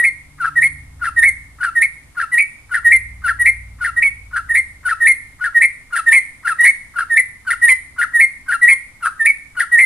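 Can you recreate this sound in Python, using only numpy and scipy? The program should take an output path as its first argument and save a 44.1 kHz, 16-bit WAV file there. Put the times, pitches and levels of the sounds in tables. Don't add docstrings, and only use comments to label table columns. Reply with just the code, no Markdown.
import sys
import numpy as np
from scipy import signal
from scipy.fft import rfft, irfft, next_fast_len
from scipy.io import wavfile
from scipy.ndimage import uniform_filter1d, minimum_filter1d

SR = 44100
rng = np.random.default_rng(int(sys.argv[2]) if len(sys.argv) > 2 else 0)


def transcribe(u):
    v = np.clip(np.atleast_2d(u).T, -1, 1)
    q = np.round(v * 32767).astype(np.int16)
    wavfile.write(sys.argv[1], SR, q)


N = 434385
TIME = np.arange(N) / SR

# frequency_hz, density_db (per Hz)
ROOM_TONE_SPECTRUM = [(20, 1.5), (60, -1), (110, -3), (190, -11.5), (270, -9.5), (380, -20.5), (700, -20),
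                      (1100, -19), (3000, -28), (6000, -30), (9500, -24.5), (14000, -39)]
# time_s, engine_cycle_rate_hz, level_db (before the trim in motorbike)
MOTORBIKE_RUN = [(0, 24.3, -50), (.66, 24, -42), (.8, 21.7, -38.5), (1.3, 19.8, -41), (1.6, 18.5, -49),
                 (2.6, 20.5, -56), (3.02, 20, -35), (3.6, 19.4, -39), (4.2, 18.5, -40.5),
                 (4.6, 16.8, -46.5), (5.3, 17.5, -51), (6, 18, -64.5), (7.2, 21, -65), (7.55, 23, -48.5),
                 (8.4, 19.5, -56), (9.85, 19, -68.5)]
# time_s, hum_rate_hz, level_db (before the trim in motorbike)
HUM_RUN = [(0, 147.5, -53), (.65, 144, -45.5), (.9, 141.2, -54), (2.5, 138, -64.5), (9.85, 133, -70)]
# frequency_hz, gain_db
EXHAUST_COLOUR = [(25, -20), (42, -14.5), (58, 0), (78, -7.5), (100, -7), (125, -20.5), (180, -26),
                  (280, -32.5), (400, -48), (900, -71)]
# frequency_hz, t60_s
ROOM_DECAY = [(500, 0.32), (1400, 0.52), (2200, 0.51), (5000, 0.58), (9500, 0.52), (14000, 0.13)]
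# frequency_hz, left_minus_right_db, left_lag_rad (before scaling by lateness)
PORT_DIFFERENCES = [(500, 1, .1), (1900, 1.1, 0.23), (4540, 0, 1.63), (7640, 2.5, 2.07), (8580, -8.5, 2.1),
                    (9600, 4, 2.06), (9830, 7.5, 1.34), (10800, 9.5, 1), (12000, 2, 0.71)]
# frequency_hz, gain_db
THROAT_AIR_COLOUR = [(350, -40), (750, -7.5), (1200, -13), (2100, 9), (2900, -8), (4500, -2.5),
                     (6000, -9.5), (7500, -17.5), (12000, -37)]
# frequency_hz, gain_db
BEAK_COLOUR = [(300, -41.5), (700, -18), (1100, -12.5), (2700, -11), (4200, -21), (5200, -22.5),
               (6800, -27), (7900, -15.5), (8600, -5), (9500, 3.5), (10800, -7), (11500, -24.5),
               (12300, -47), (14000, -29.5)]
# leap_s, length_before_leap_s, length_after_leap_s, pitch_hz,
# trill_pitch_hz, level_db, trill_level_db, overtones_db
CHIRP_NOTES = [(0.442, 0.047, 0.056, 1413, 1464, -19, -18, -19.5),
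               (1.044, 0.035, 0.056, 1407, 1684, -18, -16.5, -19),
               (1.631, 0.032, 0.073, 1455, 1560, -19.5, -16, -19),
               (2.2, 0.036, 0.054, 1419, 1635, -18.5, -17.5, -20),
               (2.739, 0.032, 0.06, 1467, 1753, -19, -14.5, -15.5),
               (3.279, 0.045, 0.049, 1450, 1698, -16, -15.5, -17),
               (3.842, 0.04, 0.065, 1450, 1810, -19, -16.5, -16.5),
               (4.361, 0.036, 0.049, 1451, 1552, -21.25, -16.0, -20),
               (4.887, 0.04, 0.056, 1450, 1732, -14.5, -17, -15.5),
               (5.44, 0.037, 0.056, 1480, 1684, -18.5, -16.5, -19.5),
               (5.958, 0.038, 0.054, 1424, 1692, -17, -17, -13.5),
               (6.473, 0.03, 0.068, 1409, 1711, -17.5, -16, -14),
               (6.986, 0.034, 0.058, 1427, 1509, -20, -17, -16),
               (7.505, 0.041, 0.047, 1456, 1844, -17, -13, -14.5),
               (8.015, 0.038, 0.042, 1419, 1707, -14.5, -15.5, -14),
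               (8.515, 0.038, 0.054, 1470, 1682, -15.5, -16.5, -16.5),
               (9.054, 0.035, 0.044, 1385, 1447, -19.75, -17, -15),
               (9.597, 0.034, 0.052, 1468, 1754, -18.5, -15, -14.5)]
# leap_s, length_before_leap_s, length_after_leap_s, trill_length_s,
# low_pitch_hz, trill_pitch_hz, closing_pitch_hz, low_level_db, high_level_db, dip_between_db, overtones_db
WHISTLE_NOTES = [(0.039, 0.061, 0.062, 0.024, 1925, 2145, 2136, -10.5, -10, -9.5, -17.0),
                 (0.623, 0.069, 0.061, 0.0251, 1878, 2118, 2162, -9, -9, -11, -19),
                 (1.228, 0.068, 0.08, 0.026, 1859, 1989, 2168, -8.5, -8, -14.5, -17),
                 (1.82, 0.07, 0.048, 0.024, 1869, 2190, 2142, -10, -9.5, -13.5, -16),
                 (2.381, 0.066, 0.059, 0.0277, 1904, 2230, 2230, -11.5, -9, -8, -17.5),
                 (2.916, 0.074, 0.064, 0.017, 1885, 2190, 2106, -6.5, -5.5, -12, -18),
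                 (3.458, 0.07, 0.056, 0.0295, 1889, 2132, 2080, -11.5, -8, -16, -15.5),
                 (4.024, 0.064, 0.07, 0.017, 1890, 2260, 2226, -10.5, -9.5, -18, -19),
                 (4.551, 0.063, 0.063, 0.027, 1878, 2070, 2096, -12, -9.5, -12.5, -18.5),
                 (5.065, 0.065, 0.07, 0.022, 1846, 2103, 2125, -10.5, -7.5, -1.5, -17),
                 (5.615, 0.072, 0.056, 0.036, 1890, 2113, 2107, -7, -7.0, -15.0, -17.5),
                 (6.123, 0.063, 0.076, 0.038, 1830, 2133, 2109, -6, -6.5, -10.5, -16),
                 (6.645, 0.062, 0.069, 0.034, 1896, 2018, 2191, -8, -6, -7, -14),
                 (7.171, 0.076, 0.048, 0.018, 1840, 2150, 2008, -12.5, -7.0, -6, -17.0),
                 (7.684, 0.071, 0.062, 0.0195, 1896, 2173, 2075, -7, -7.5, -10, -15.5),
                 (8.201, 0.069, 0.061, 0.018, 1836, 2136, 2126, -10.0, -6, -9.5, -16),
                 (8.681, 0.069, 0.066, 0.033, 1935, 2153, 2135, -5.5, -6, -8.5, -14),
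                 (9.259, 0.068, 0.061, 0.018, 1806, 2290, 2210, -11.0, -7.0, -11, -19.5),
                 (9.785, 0.072, 0.073, 0.028, 1883, 2107, 2096, -7.5, -7.5, -7.5, -18.5)]

ROOM_TONE_DB = -49.5
TOP_HZ = 14300
CHIRP_ATTACK_S, CHIRP_RELEASE_S = 0.018, 0.016
CHIRP_LEAP_S, CHIRP_TRILL_S, CHIRP_DROP_S = 0.0063, 0.018, 0.014
CHIRP_SAG_HZ_PER_S, CHIRP_END_RATIO = 4400, 0.955
CHIRP_HOARSE, CHIRP_TRILL_HOARSE = 0.37, 0.876
CHIRP_ROUGHENS_S = 0.03
WHISTLE_ATTACK_S, WHISTLE_RELEASE_S = 0.033, 0.018
DIP_AHEAD_S, DIP_WIDTH_S = 0.015, 0.011
SWELL_DB, ACCENT_DB, ACCENT_S = 1.13, 2.5, 0.0082
WHISTLE_LEAP_S, TRILL_FADE_S = 0.008, 0.021
LOW_SAG_HZ_PER_S, HIGH_SAG_HZ_PER_S = 1200, 2100
WHISTLE_HOARSE, WHISTLE_TRILL_HOARSE = 0.085, 0.38


def undb(db):
    return 10 ** (np.asarray(db) / 20)


def unit(x):
    return x / np.sqrt(np.mean(x ** 2))


def lookup(points, hz):
    at, value = np.transpose(points)
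    return np.interp(np.log(hz + 1), np.log(at), value)


def shape(x, response):
    size = next_fast_len(N + 4096)
    hz = np.arange(size // 2 + 1) * SR / size
    return irfft(rfft(x, size) * response(hz), size)[..., :N]


def colour(x, points):
    return shape(x, lambda hz: undb(lookup(points, hz)))


def walk(rate):
    steps = rng.standard_normal(N // 8)
    return 1.322 * np.interp(TIME * rate, np.arange(len(steps)), steps)


def ramp(t, length):
    return np.sin(np.pi / 2 * np.clip(t / length, 0, 1)) ** 2


def blend(a, b, share):
    return a + (b - a) * share


def room_tone():
    mid, side = colour(rng.standard_normal((2, N)), ROOM_TONE_SPECTRUM)
    side = colour(side, [(60, -9.0), (300, -6.5), (4000, 1.5)])
    stereo = mid + side * np.array([[1], [-1]])
    return unit(stereo) * undb(ROOM_TONE_DB + 0.22 * walk(1.6))


def engine(run, rough, level_db, count):
    s, rate, db = np.transpose(run)
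    rate_hz = np.interp(TIME, s, rate) * (1 + 0.0083 * walk(12))
    phase = 2 * np.pi * np.cumsum(rate_hz) / SR
    firings = sum(np.cos(k * phase + k * k) for k in range(1, count + 1))
    firings = firings * undb(1.4 * walk(4.3))
    puffs = rng.standard_normal(N) * (1 + np.cos(phase))
    exhaust = unit(colour(firings, EXHAUST_COLOUR)) + rough * unit(colour(puffs, EXHAUST_COLOUR))
    return exhaust * undb(np.interp(TIME, s, db) + level_db)


def motorbike():
    low = engine(MOTORBIKE_RUN, rough=0.32, level_db=-0.5, count=12)
    hum = engine(HUM_RUN, rough=0.23, level_db=0.5, count=2)
    return low + hum


def room(x, wet_db, early_db, early_s, likeness):
    t = TIME[:SR]
    noise = rng.standard_normal((3, SR))
    tails = np.zeros((2, SR))
    hz = np.arange(SR // 2 + 1.)
    centres = np.transpose(ROOM_DECAY)[0]
    for (centre, t60), weight in zip(ROOM_DECAY, np.eye(len(centres))):
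        band = irfft(rfft(noise) * np.interp(hz, centres, weight), SR)
        shared = np.clip(likeness, 0, 1) / (1 + (centre / 5500) ** 4)
        mixed = np.sqrt(shared) * band[2] + np.sqrt(1 - shared) * band[:2]
        tails += mixed * undb(-60 * t / t60)
    tails /= np.sqrt(np.sum(tails ** 2) / 2)
    onset = np.clip(t / 0.0018, 0, 1)
    strength = undb(wet_db) + undb(early_db) * np.exp(-t / early_s)
    return signal.fftconvolve(x, tails * onset * strength, axes=1)[:, :N]


def ports(x, lateness):
    side = np.array([[1], [-1]]) / 2
    at, tilt_db, lag = np.transpose(PORT_DIFFERENCES)

    def response(hz):
        tilt = undb(side * np.interp(hz, at, tilt_db))
        return tilt * np.exp(-1j * lateness * side * np.interp(hz, at, lag))

    return shape(x, response)


def air(loud, rough):
    return colour(loud * rng.standard_normal(N) * undb(rough * walk(200)), THROAT_AIR_COLOUR)


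def chirp(t, before, after, hz, trill_hz, db, trill_db):
    trill = ramp(t + CHIRP_LEAP_S / 2, CHIRP_LEAP_S) * (1 - ramp(t - CHIRP_TRILL_S, CHIRP_DROP_S))
    opening = hz - CHIRP_SAG_HZ_PER_S * (t + before / 2)
    ending = hz * CHIRP_END_RATIO - CHIRP_SAG_HZ_PER_S * (t - (CHIRP_TRILL_S + after) / 2)
    pitch = blend(np.where(t < CHIRP_TRILL_S / 2, opening, ending), trill_hz, trill)
    envelope = ramp(t + before, CHIRP_ATTACK_S) * ramp(after - t, CHIRP_RELEASE_S)
    loud = envelope * undb(blend(db, trill_db, trill))
    hoarse = blend(CHIRP_HOARSE * ramp(t + before, CHIRP_ROUGHENS_S), CHIRP_TRILL_HOARSE, trill)
    return pitch, loud, trill, hoarse


def whistle(t, before, after, trill_s, low_hz, trill_hz, closing_hz, low_db, high_db, dip_db):
    leapt = ramp(t + WHISTLE_LEAP_S / 4, WHISTLE_LEAP_S)
    settled = ramp(t - trill_s + TRILL_FADE_S / 2, TRILL_FADE_S)
    trill = leapt * (1 - settled)
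    low = low_hz - LOW_SAG_HZ_PER_S * (t + before / 2)
    closing = closing_hz - HIGH_SAG_HZ_PER_S * (t - (trill_s + after) / 2)
    high = blend(trill_hz, closing, settled)
    force_db = blend(low_db + SWELL_DB, high_db, ramp(t + DIP_AHEAD_S, DIP_AHEAD_S))
    force_db = force_db + dip_db * np.exp(-((t + DIP_AHEAD_S) / DIP_WIDTH_S) ** 2)
    force_db = force_db + ACCENT_DB * np.exp(-(t / ACCENT_S) ** 2)
    envelope = ramp(t + before, WHISTLE_ATTACK_S) ** 0.62 * ramp(after - t, WHISTLE_RELEASE_S) ** 0.95
    hoarse = blend(WHISTLE_HOARSE, WHISTLE_TRILL_HOARSE, trill)
    return blend(low, high, leapt), envelope * undb(force_db), trill, hoarse


def gestures(notes, gesture):
    controls = np.zeros((6, N))
    for leap, before, after, *form, bright_db in notes:
        span = slice(*np.searchsorted(TIME, [leap - before, leap + after]))
        t = TIME[span] - leap
        controls[:4, span] = gesture(t, before, after, *form)
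        controls[4, span], controls[5, span] = bright_db, t
    return controls


def syrinx(notes, gesture, beat_hz, quicken, swing_hz, choke, jitter, halves_db, hiss_db, rasp_db,
           lead_db, lead_s, overtone_db, low_overtones_db, upper_db, tone_db, opening_db, pan_db):
    hz, loud, depth, hoarse, bright_db, since = gestures(notes, gesture)
    bright_db = bright_db + opening_db * ramp(-since, 0.012)
    flutter = 2 * np.pi * beat_hz * since * (1 + quicken * since) + 0.85 * walk(70)
    unsteady = 1 + 0.011 * walk(110) + jitter * hoarse * walk(1300)
    hz = hz * unsteady + swing_hz * depth * np.sin(flutter)
    phase = 2 * np.pi * np.cumsum(hz) / SR
    tone = np.sin(phase) * (1 + choke * depth * (np.cos(flutter - 0.5) + 1.37 * walk(300)))

    overtones = np.zeros(N)
    for k in range(2, 9):
        level_db = low_overtones_db * (k < 4) + upper_db * (k > 5) + 2.4 * walk(45) + 2.5 * walk(260)
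        overtones += np.sin(k * phase + k * k) * undb(level_db)
    halves = sum(np.sin((k + 0.5) * phase + k * k) for k in range(8)) * undb(4.6 * walk(30))
    hiss = hoarse * rng.standard_normal(N) * (1 + np.cos(phase))
    edge = overtones + undb(halves_db) * halves + undb(hiss_db) * hiss
    edge = edge * undb(bright_db + overtone_db + 2 * walk(90))

    ahead = np.interp(TIME + lead_s, TIME, np.minimum(loud, 0.06))
    breath_colour = [(500, -38.5), (950, -3.5), (1300, 7.0), (1900, 2), (3000, -27.0)]
    lead = colour(ahead * rng.standard_normal(N), breath_colour)
    rasp = air(loud * np.sqrt(np.abs(hoarse)), rough=2.5)
    throat = undb(rasp_db) * rasp + undb(lead_db) * lead
    voice = np.sqrt(2) * (undb(tone_db) * loud * tone + colour(loud * edge, BEAK_COLOUR) + throat)
    return voice * undb(np.array([[pan_db], [-pan_db]]) / 2)


def bird():
    chirps = syrinx(
        CHIRP_NOTES, chirp, beat_hz=139.7, quicken=0.88, swing_hz=172, choke=0.4, jitter=0.0148,
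        halves_db=-9, hiss_db=2.5, rasp_db=-17, lead_db=-12.5, lead_s=0.02, overtone_db=-0.9,
        low_overtones_db=3, upper_db=-13, tone_db=-0.4, opening_db=-2.5, pan_db=0.5)
    whistles = syrinx(
        WHISTLE_NOTES, whistle, beat_hz=154, quicken=1.24, swing_hz=187, choke=0.14, jitter=0.014,
        halves_db=-12.0, hiss_db=-4.5, rasp_db=-24.5, lead_db=-18, lead_s=0.015, overtone_db=-2.0,
        low_overtones_db=1.0, upper_db=1.0, tone_db=-0.92, opening_db=-3.0, pan_db=-1.5)
    return chirps + whistles


def scene():
    song = bird()
    echo = room(song, wet_db=-17.0, early_db=-11.0, early_s=0.029, likeness=0.32)
    return room_tone() + motorbike() + ports(echo, lateness=0.56) + ports(song, lateness=0.97)


def record(dry):
    peak = -minimum_filter1d(-np.abs(dry).max(axis=0), 129)
    limited = dry / uniform_filter1d(np.maximum(peak, 1), 129)
    return signal.sosfilt(signal.ellip(8, 0.2, 70, TOP_HZ, fs=SR, output="sos"), limited)


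dry = scene()
out = record(dry)
transcribe(out)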